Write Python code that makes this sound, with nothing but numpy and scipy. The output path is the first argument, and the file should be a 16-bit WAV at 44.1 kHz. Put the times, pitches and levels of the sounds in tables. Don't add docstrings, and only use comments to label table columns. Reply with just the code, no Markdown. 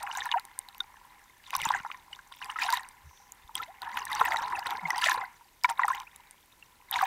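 import sys
import numpy as np
from scipy import signal
from scipy.fft import irfft
from scipy.io import wavfile
from scipy.ndimage import uniform_filter1d, map_coordinates

SR = 44100
rng = np.random.default_rng(int(sys.argv[2]) if len(sys.argv) > 2 else 0)


def put_to_file(sound):
    columns = np.atleast_2d(sound).T
    safe = np.clip(columns, -1, 1)
    whole_steps = np.round(safe * 32767)
    wavfile.write(sys.argv[1], SR, whole_steps.astype(np.int16))


N = 311346
TIME = np.arange(N) / SR
BINS = np.linspace(0, SR / 2, 4097)


def amp(db):
    return 10 ** (np.asarray(db) / 20)


def evened(x):
    return x / np.sqrt(np.mean(x ** 2) + 1e-20)


def add(mix, start_s, sound):
    part = mix[max(round(start_s * SR), 0):][:len(sound)]
    part += sound[:len(part)]


def curve(rows, axis=1):
    columns = np.transpose(rows)
    return np.interp(TIME, columns[0], columns[axis])


def read(points, hz):
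    point_hz, db = np.transpose(points)
    return np.interp(np.log(hz + 1), np.log(point_hz), db)


def causal(db):
    mirrored_db = np.r_[db, db[-2:0:-1]]
    log_gain = np.log(amp(mirrored_db))
    spectrum = np.exp(np.conj(signal.hilbert(log_gain)))
    return irfft(spectrum[:len(db)])[:len(db)]


# pitch in Hz, width in Hz, level in dB before the overall slope is removed.
CASE_RESONANCES = [(798.4, 55, -5), (999, 115, -8), (1395, 40, -10), (1750, 160, -12.5), (2072, 180, -10.5),
                   (2930, 80, -11.5), (3787, 370, 1.5), (4870, 80, -11), (6000, 380, 3.5), (7140, 93, -16),
                   (8230, 320, -10), (12700, 180, -28), (14100, 700, -36)]


def case_ripple():
    power = sum(amp(db) ** 2 / (1 + (2 * (BINS - hz) / width) ** 2) for hz, width, db in CASE_RESONANCES)
    db = 10 * np.log10(power)
    return db - uniform_filter1d(db, size=170)


def tint(x, colour, ring=0):
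    return signal.oaconvolve(x, causal(read(colour, BINS) + ring * case_ripple()))[:N]


def steadied(x, seconds):
    window = signal.windows.hann(int(seconds * SR))
    power = signal.oaconvolve(evened(x) ** 2, window / window.sum(), "same")
    return evened(x) / np.sqrt(abs(power) + 0.0018)


CLUMP_S = 0.024


def clumps(seconds=CLUMP_S):
    window = signal.windows.hann(int(seconds * SR))
    return evened(signal.oaconvolve(rng.standard_normal(N), window, "same"))


RING_WANDER, WANDER_S = 0.028, 0.22


def wandering(x):
    place = np.cumsum(1 + RING_WANDER * clumps(WANDER_S))
    return map_coordinates(x, [place], order=3, mode="mirror")


def bubble(hz, t60, glide_per_s=4.8, swell=31.0, kick=0.031):
    t = np.arange(int(1.3 * t60 * SR)) / SR
    age = t / t60
    fade = np.exp(-np.log(1000) * age)
    level = (kick + (1 - np.exp(-swell * age)) ** 2) * fade
    level *= 1 - np.exp(-2 * hz * t)
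    turns = hz * t * (1 + glide_per_s * t / 2) + rng.random()
    return level / level.max() * np.sin(2 * np.pi * turns)


GLIDE_SPREAD_PER_S = 14


def stray_bubble(hz, t60):
    return bubble(hz, t60, glide_per_s=GLIDE_SPREAD_PER_S * rng.uniform(-0.98, 1))


def spatter(hz, burst_s, octaves=0.32, skirt_db=-24):
    t = np.arange(int(7 * burst_s * SR)) / SR
    burst = rng.standard_normal(len(t)) * t ** .5 * np.exp(-t / burst_s)
    focus_db = np.maximum(-4 * (np.log2((BINS + 1) / hz) / octaves) ** 2, skirt_db)
    bass_cut_db = read([(300, -24), (750, 0)], BINS)
    smack = signal.fftconvolve(burst, causal(focus_db + bass_cut_db)[:512])
    return smack / abs(smack).max()


def clicks(per_s, spread_db):
    size = amp(spread_db * np.minimum(rng.exponential(1, N), 4))
    return size * rng.choice([-1, 1], N) * (rng.random(N) < per_s / SR)


def swarm(grain, low_hz, high_hz, per_s, length_s, spread_db, count=64):
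    out = np.zeros(N)
    tries = 200
    for hz in np.geomspace(low_hz, high_hz, count):
        length = length_s * (.5 + rng.random()) * np.sqrt(low_hz / hz)
        sound = grain(hz, length)
        sound = sound / np.linalg.norm(sound)
        for at, size, chance in rng.random((tries, 3)):
            if chance < per_s * N / SR / count / tries:
                add(out, at * N / SR, sound * amp(-spread_db * np.log(max(size, .02))))
    return evened(out)


# start of full strength
# in seconds, hold, swell and ebb in seconds, then sloshing, spray and flow in dB at mid-hold, before
SURGES = [(-0.009, 0.26, 0.1, 0.044, -41.5, -55.5, -70), (0.161, 0.23, 0.0087, 0.026, -40.5, -52, -71),
          (1.474, 0.049, 0.055, 0.012, -56, -57, -84), (1.536, 0.031, 0.012, 0.034, -35, -44, -67),
          (1.593, 0.17, 0.04, 0.1, -37, -48.5, -59), (1.85, 0.12, 0.0059, 0.076, -56.5, -63, -74),
          (2.109, 0.071, 0.018, 0.045, -58, -60.5, -72.5), (2.323, 0.076, 0.013, 0.027, -83, -57.5, -78),
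          (2.418, 0.035, 0.0086, 0.056, -42.5, -53, -64), (2.5, 0.015, 0.025, 0.034, -40.5, -55, -80),
          (2.614, 0.14, 0.082, 0.13, -35.5, -45.5, -64), (3.552, 0.076, 0.017, 0.068, -44, -51.5, -61.5),
          (3.821, 0.035, 0.0067, 0.28, -40, -56.5, -64), (3.979, 0.011, 0.074, 0.068, -34, -48, -58),
          (4.119, 0.25, 0.11, 0.28, -33, -49.5, -58), (4.405, 0.18, 0.033, 0.13, -36.5, -56, -57.5),
          (4.665, 0.055, 0.026, 0.26, -34, -51, -57.5), (4.923, 0.08, 0.2, 0.047, -34, -56.5, -61),
          (5.026, 0.081, 0.082, 0.11, -31, -40, -58.5), (5.143, 0.043, 0.082, 0.1, -32.5, -59, -58.5),
          (5.647, 0.0049, 0.0092, 0.014, -30.5, -37.5, -75),
          (5.692, 0.01, 0.011, 0.034, -30.5, -42.5, -53.5), (5.799, 0.16, 0.059, 0.06, -40, -54.5, -67),
          (5.949, 0.059, 0.069, 0.05, -42.5, -58, -83), (6.941, 0.099, 0.038, 0.087, -33.5, -46, -61.5)]
SURGE_TREND_DB = (0.5, -2.5, -1)
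SURGE_DEPTH_DB = 20
CALM_SPRAY_DB, CALM_FLOW_DB = -63.5, -81.5


def stirred(calm_db, axis):
    t = TIME[::40]
    power = np.zeros(len(t))
    for s, hold, swell, ebb, *levels_db in SURGES:
        away = np.maximum(s - t, 0) / swell + np.maximum(t - s - hold, 0) / ebb
        trend_db = SURGE_TREND_DB[axis] * (np.clip((t - s) / hold, 0, 1) - .5)
        surge_db = levels_db[axis] + trend_db - SURGE_DEPTH_DB * np.minimum(away, 10)
        power += amp(surge_db) ** 2
    return 10 * np.log10(amp(calm_db) ** 2 + np.interp(TIME, t, power))


# frequency in Hz, relative level in dB.
SLOSH_COLOUR = [(30, -65), (170, -25), (350, -42), (560, -11), (760, -7), (980, 4.5), (1200, -3),
                (1900, -2.5), (2700, -10.5), (4000, -47), (8000, -76), (16000, -86)]
LAPPING_COLOUR = [(100, -19.5), (600, -24.5), (850, -4), (1000, 1), (1300, -7.5), (2100, -5), (3000, -20.5),
                  (8000, -34)]
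# time in seconds, level in dB before near and far water are mixed.
CALM = [(0.4, -56), (1.12, -57.5), (1.38, -64.5), (2.0, -59.5), (2.85, -60), (3.42, -61.5), (3.65, -57),
        (5.25, -50), (5.36, -63), (5.6, -70.5), (6.2, -60), (6.42, -71.5), (6.85, -62.5)]
CLUMP_DB = 2


def sloshing(bunching):
    level_db = stirred(curve(CALM), axis=0)
    spray_db = stirred(CALM_SPRAY_DB, axis=1)
    big = swarm(stray_bubble, 675.0, 1445, per_s=420, length_s=0.039, spread_db=3.5)
    small = swarm(stray_bubble, 1410, 4940, per_s=400, length_s=0.028, spread_db=7.0)
    slaps = swarm(spatter, 863, 4570, per_s=400, length_s=0.003, spread_db=5.0)
    froth = rng.standard_normal(N)
    small_db = np.clip(spray_db - level_db + 21.0, 2, 10)
    churn = big + amp(small_db) * small + amp(-1.5) * slaps + amp(-6.0) * froth
    churn = wandering(tint(churn, SLOSH_COLOUR, ring=1.0))
    near = steadied(churn, 0.066) * amp(CLUMP_DB * bunching)
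    ripples = swarm(bubble, 735, 3270, per_s=270, length_s=0.021, spread_db=4.5)
    wash = rng.standard_normal(N) + amp(-7.0) * ripples
    far = steadied(tint(wash, LAPPING_COLOUR, ring=1.0), 0.13)
    far_share = np.clip(np.interp(level_db, [-54, -44], [1, .02]), 0, 1)
    return amp(level_db) * (np.sqrt(1 - far_share) * near + np.sqrt(far_share) * far)


# frequency in Hz, relative level in dB.
SPRAY_COLOUR = [(100, -50), (600, -54), (1000, 12), (2500, 1.5), (4000, -7), (6000, -9.5), (8500, -11.5),
                (11000, -14.5), (15000, -10)]
SPRAY_CLUMP_DB = 3


def spray(bunching):
    spray_db = stirred(CALM_SPRAY_DB, axis=1)
    level = np.maximum(amp(spray_db) - amp(-66), 0)
    patter = swarm(spatter, 2360, 25900, per_s=340, length_s=0.0019, spread_db=7.0)
    fizz = swarm(bubble, 3104, 12500, per_s=820, length_s=0.011, spread_db=6.5)
    crowd = swarm(spatter, 2300, 10500, per_s=1700, length_s=0.0009, spread_db=3.0)
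    rush = amp(np.interp(spray_db, [-52, -42], [-16, 2])) * crowd
    droplets = tint(patter + amp(0.5) * fizz + rush, SPRAY_COLOUR, ring=1.0)
    return amp(5.5 + SPRAY_CLUMP_DB * bunching) * level * steadied(droplets, 0.14)


# start in seconds, level of the ring in dB, pitch in Hz,
# time in seconds to fade by 60 dB.
BUBBLES = [(0.034, -31, 820, 0.043), (0.073, -28, 1500, 0.006), (0.113, -28, 2920, 0.0099),
           (0.172, -30.5, 810, 0.03), (0.259, -26, 970, 0.031), (0.315, -17, 3570, 0.0041),
           (0.322, -22, 2900, 0.012), (0.338, -20, 956, 0.048), (0.802, -32, 1445, 0.026),
           (0.804, -21, 3680, 0.013), (1.531, -26, 1044, 0.016), (1.539, -26.5, 2430, 0.0083),
           (1.549, -23.5, 1098, 0.02), (1.654, -19.5, 930, 0.024), (1.703, -18, 900, 0.017),
           (1.738, -22, 1810, 0.009), (1.747, -28, 803, 0.028), (1.746, -24, 1590, 0.019),
           (1.8, -32, 1400, 0.0061), (1.848, -29.5, 863, 0.018), (1.86, -31.5, 947, 0.026),
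           (1.901, -32, 1200, 0.004), (1.915, -25, 2630, 0.0029), (1.945, -32, 1680, 0.0034),
           (2.129, -32.5, 2960, 0.016), (2.19, -41.5, 1610, 0.016), (2.319, -39, 1070, 0.007),
           (2.416, -30, 1520, 0.005), (2.425, -31, 2880, 0.0074), (2.495, -30.5, 1210, 0.013),
           (2.499, -28.5, 2900, 0.008), (2.558, -28, 1307, 0.033), (2.587, -22, 1970, 0.011),
           (2.618, -22.5, 2470, 0.02), (2.683, -26.5, 945, 0.082), (2.689, -22, 1550, 0.014),
           (2.726, -21.5, 995, 0.055), (2.75, -35, 1803, 0.037), (3.492, -43, 914, 0.027),
           (3.553, -23.5, 3260, 0.011), (3.627, -34, 2050, 0.024), (3.828, -34, 1024, 0.029),
           (3.872, -30, 926, 0.028), (3.972, -24, 1490, 0.0088), (4.21, -17, 1310, 0.012),
           (4.214, -14, 902, 0.01), (4.243, -27, 1940, 0.012), (4.255, -22.5, 1870, 0.021),
           (4.32, -20, 2070, 0.0074), (4.343, -20, 895, 0.011), (4.36, -25, 1940, 0.014),
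           (4.369, -23.5, 3860, 0.0073), (4.525, -23.5, 977, 0.042), (4.904, -20, 1980, 0.019),
           (5.031, -24.5, 1373, 0.033), (5.085, -14.5, 1790, 0.011), (5.093, -24, 1060, 0.037),
           (5.114, -25.5, 1027, 0.043), (5.215, -34, 2070, 0.022), (5.409, -47.5, 956, 0.037),
           (5.644, -16, 1000, 0.033), (5.644, -15, 2300, 0.016), (5.696, -25, 955, 0.066),
           (5.793, -16, 1104, 0.011), (5.817, -24, 960, 0.023), (5.833, -16.5, 1915, 0.019),
           (5.844, -19.5, 848, 0.025), (5.881, -22, 1265, 0.017), (5.901, -21, 1070, 0.038),
           (6.625, -42, 2760, 0.014), (6.926, -25.5, 3670, 0.0082), (6.941, -18.5, 3700, 0.0053),
           (6.955, -24, 990, 0.063), (6.958, -21.5, 2250, 0.0072), (7.011, -20.5, 1210, 0.013),
           (7.025, -17.5, 790, 0.044)]


def plops():
    rings, smacks = np.zeros(N), np.zeros(N)
    for s, db, hz, t60 in BUBBLES:
        add(rings, s, amp(db) * bubble(hz, t60, glide_per_s=-1.33, swell=6.3))
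        add(smacks, s, amp(db - 6.0) * spatter(hz, 0.0017, octaves=0.64, skirt_db=-27.0))
    return rings + tint(smacks, SPRAY_COLOUR, ring=0.91)


# start in seconds, strength in dB before the cuts and the case's
# ring below, brightness in Hz.
DROPS = [(0.03, -19.5, 8460), (0.151, -20, 3700), (0.164, -23, 2980), (0.173, -12.5, 6800),
         (0.397, -20.5, 4160), (0.452, -22.5, 8900), (0.59, -7.5, 8500), (0.687, -22.5, 4050),
         (0.747, -24.5, 2700), (0.781, -27, 12000), (0.804, -21, 3440), (1.506, -17, 2650),
         (1.552, -8.5, 5400), (1.565, -10.5, 11600), (1.617, -9.5, 2800), (1.653, -8, 7100),
         (1.689, -12.5, 3600), (2.445, -20.5, 4760), (2.704, -9, 4600), (2.726, -9, 4860),
         (2.772, -12.5, 3910), (2.833, -26, 4430), (2.888, -22.5, 9160), (3.321, -18.5, 6900),
         (3.554, -11, 8650), (3.819, -18.5, 4170), (4.053, -15, 8500), (4.13, -11, 3570),
         (4.151, -15, 5500), (4.211, -11.5, 1850), (4.252, -13.5, 14300), (4.593, -17.5, 4900),
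         (4.669, -13.5, 4070), (4.707, -12.5, 3330), (4.905, -12, 5340), (4.981, -14, 4800),
         (5.044, -9.5, 4630), (5.096, -12.5, 6560), (5.142, -17, 4200), (5.637, -11, 5100),
         (5.881, -13, 8700), (5.949, -17, 3130), (6.001, -20.5, 3150), (6.019, -27.5, 3000),
         (6.161, -24, 10300), (6.31, -26, 9200), (6.912, -8, 12070)]


def drops():
    out = np.zeros(N)
    for s, db, hz in DROPS:
        add(out, s, amp(db - 9.5) * spatter(hz, 0.00027, octaves=0.66, skirt_db=-7.0))
        add(out, s, amp(db - 13.0) * bubble(hz, 0.0055))
    return signal.oaconvolve(out, causal(1.62 * case_ripple()))[:N]


# start in seconds, peak in dB,
# starting pitch in Hz, length in seconds, glide in octaves.
GLIDES = [(0.354, -22.5, 622, 0.041, 0.9), (3.031, -48.5, 79, 0.1, -0.24), (3.05, -54.5, 146, 0.058, -0.24),
          (3.597, -29, 1240, 0.02, 0.33), (3.674, -44.5, 610, 0.066, 0.66), (3.92, -58, 207, 0.079, 0.4),
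          (4.204, -40.5, 488, 0.048, -0.2), (4.616, -64, 302, 0.24, -0.39), (4.82, -42, 202, 0.083, -0.53),
          (4.853, -23, 2144, 0.012, 0.17), (5.063, -27.5, 623, 0.015, 0.28),
          (5.172, -39.5, 495, 0.016, 0.18), (6.067, -43.5, 2200, 0.018, 0.43)]
GLIDE_WOBBLE_OCTAVES = 0.045


def glides():
    out = np.zeros(N)
    for s, db, hz, length, glide in GLIDES:
        age = np.linspace(0, 1, int(length * SR))
        bend_octaves = glide * age + GLIDE_WOBBLE_OCTAVES * clumps()[:len(age)]
        turns = np.cumsum(hz * 2 ** bend_octaves) / SR
        add(out, s, amp(db) * np.sin(np.pi * age ** 0.69) ** 2 * np.sin(2 * np.pi * turns))
    return out


# frequency in Hz, relative level in dB.
PUSH_COLOUR = [(25, -7.0), (70, 1.5), (170, -5.5), (300, -7.5), (470, -12.5), (2000, -44.0)]


def flow():
    push = tint(clicks(900, spread_db=4.0), PUSH_COLOUR)
    gurgle = swarm(stray_bubble, 297.4, 639, per_s=110, length_s=0.1, spread_db=5.0)
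    current = steadied(evened(push) + amp(-1.5) * gurgle, 0.64)
    return amp(stirred(CALM_FLOW_DB, axis=2)) * current


# start in seconds, peak in dB, pitch in Hz.
THUMPS = [(1.572, -47, 106), (1.626, -46, 121), (1.668, -35.5, 180), (1.803, -47, 141), (3.445, -51.5, 48),
          (4.207, -42, 150)]
THUMP_CYCLES = 2.5


def thumps():
    out = np.zeros(N)
    for s, db, hz in THUMPS:
        add(out, s, amp(db) * bubble(hz, THUMP_CYCLES / hz))
    return out


# fullest moment in seconds, length in seconds,
# level in dB at the fullest, pitch in Hz.
RUNOFF = [(3.17, 0.3, -66, 5950), (6.22, 0.42, -64, 1980)]


def runoff():
    out = np.zeros(N)
    for s, length, db, hz in RUNOFF:
        band_db = -10 * np.log10(1 + ((BINS - hz) / 400) ** 4)
        hiss = signal.oaconvolve(rng.standard_normal(N), causal(band_db))[:N]
        swell = np.cos(np.pi * np.clip((TIME - s) / length, -.5, .5))
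        out += amp(db) * swell * evened(hiss)
    return out


# frequency in Hz, relative level in dB.
HISS_COLOUR = [(12, -27), (28, 2), (100, -8), (330, -13.5), (900, -17), (2000, -13.5), (3500, -19.5),
               (15500, -21.5)]
HISS_DB = -63.5
WHINE_HZ, WHINE_DB = 12300, -79.5


def floor():
    hiss = amp(HISS_DB) * evened(tint(rng.standard_normal(N), HISS_COLOUR))
    whine = amp(WHINE_DB) * np.sqrt(2) * np.sin(2 * np.pi * WHINE_HZ * TIME)
    return hiss + whine


def scene():
    bunching = clumps()
    water = sloshing(bunching) + spray(bunching) + plops() + drops()
    water += glides() + flow() + thumps() + runoff()
    return (water + floor())[None]


EDGE_HZ = 15700


def record(dry):
    low_pass = signal.firwin(201, EDGE_HZ, window=("kaiser", 8), fs=SR)
    return signal.oaconvolve(dry, low_pass[None], "same")


dry = scene()
out = record(dry)
put_to_file(out)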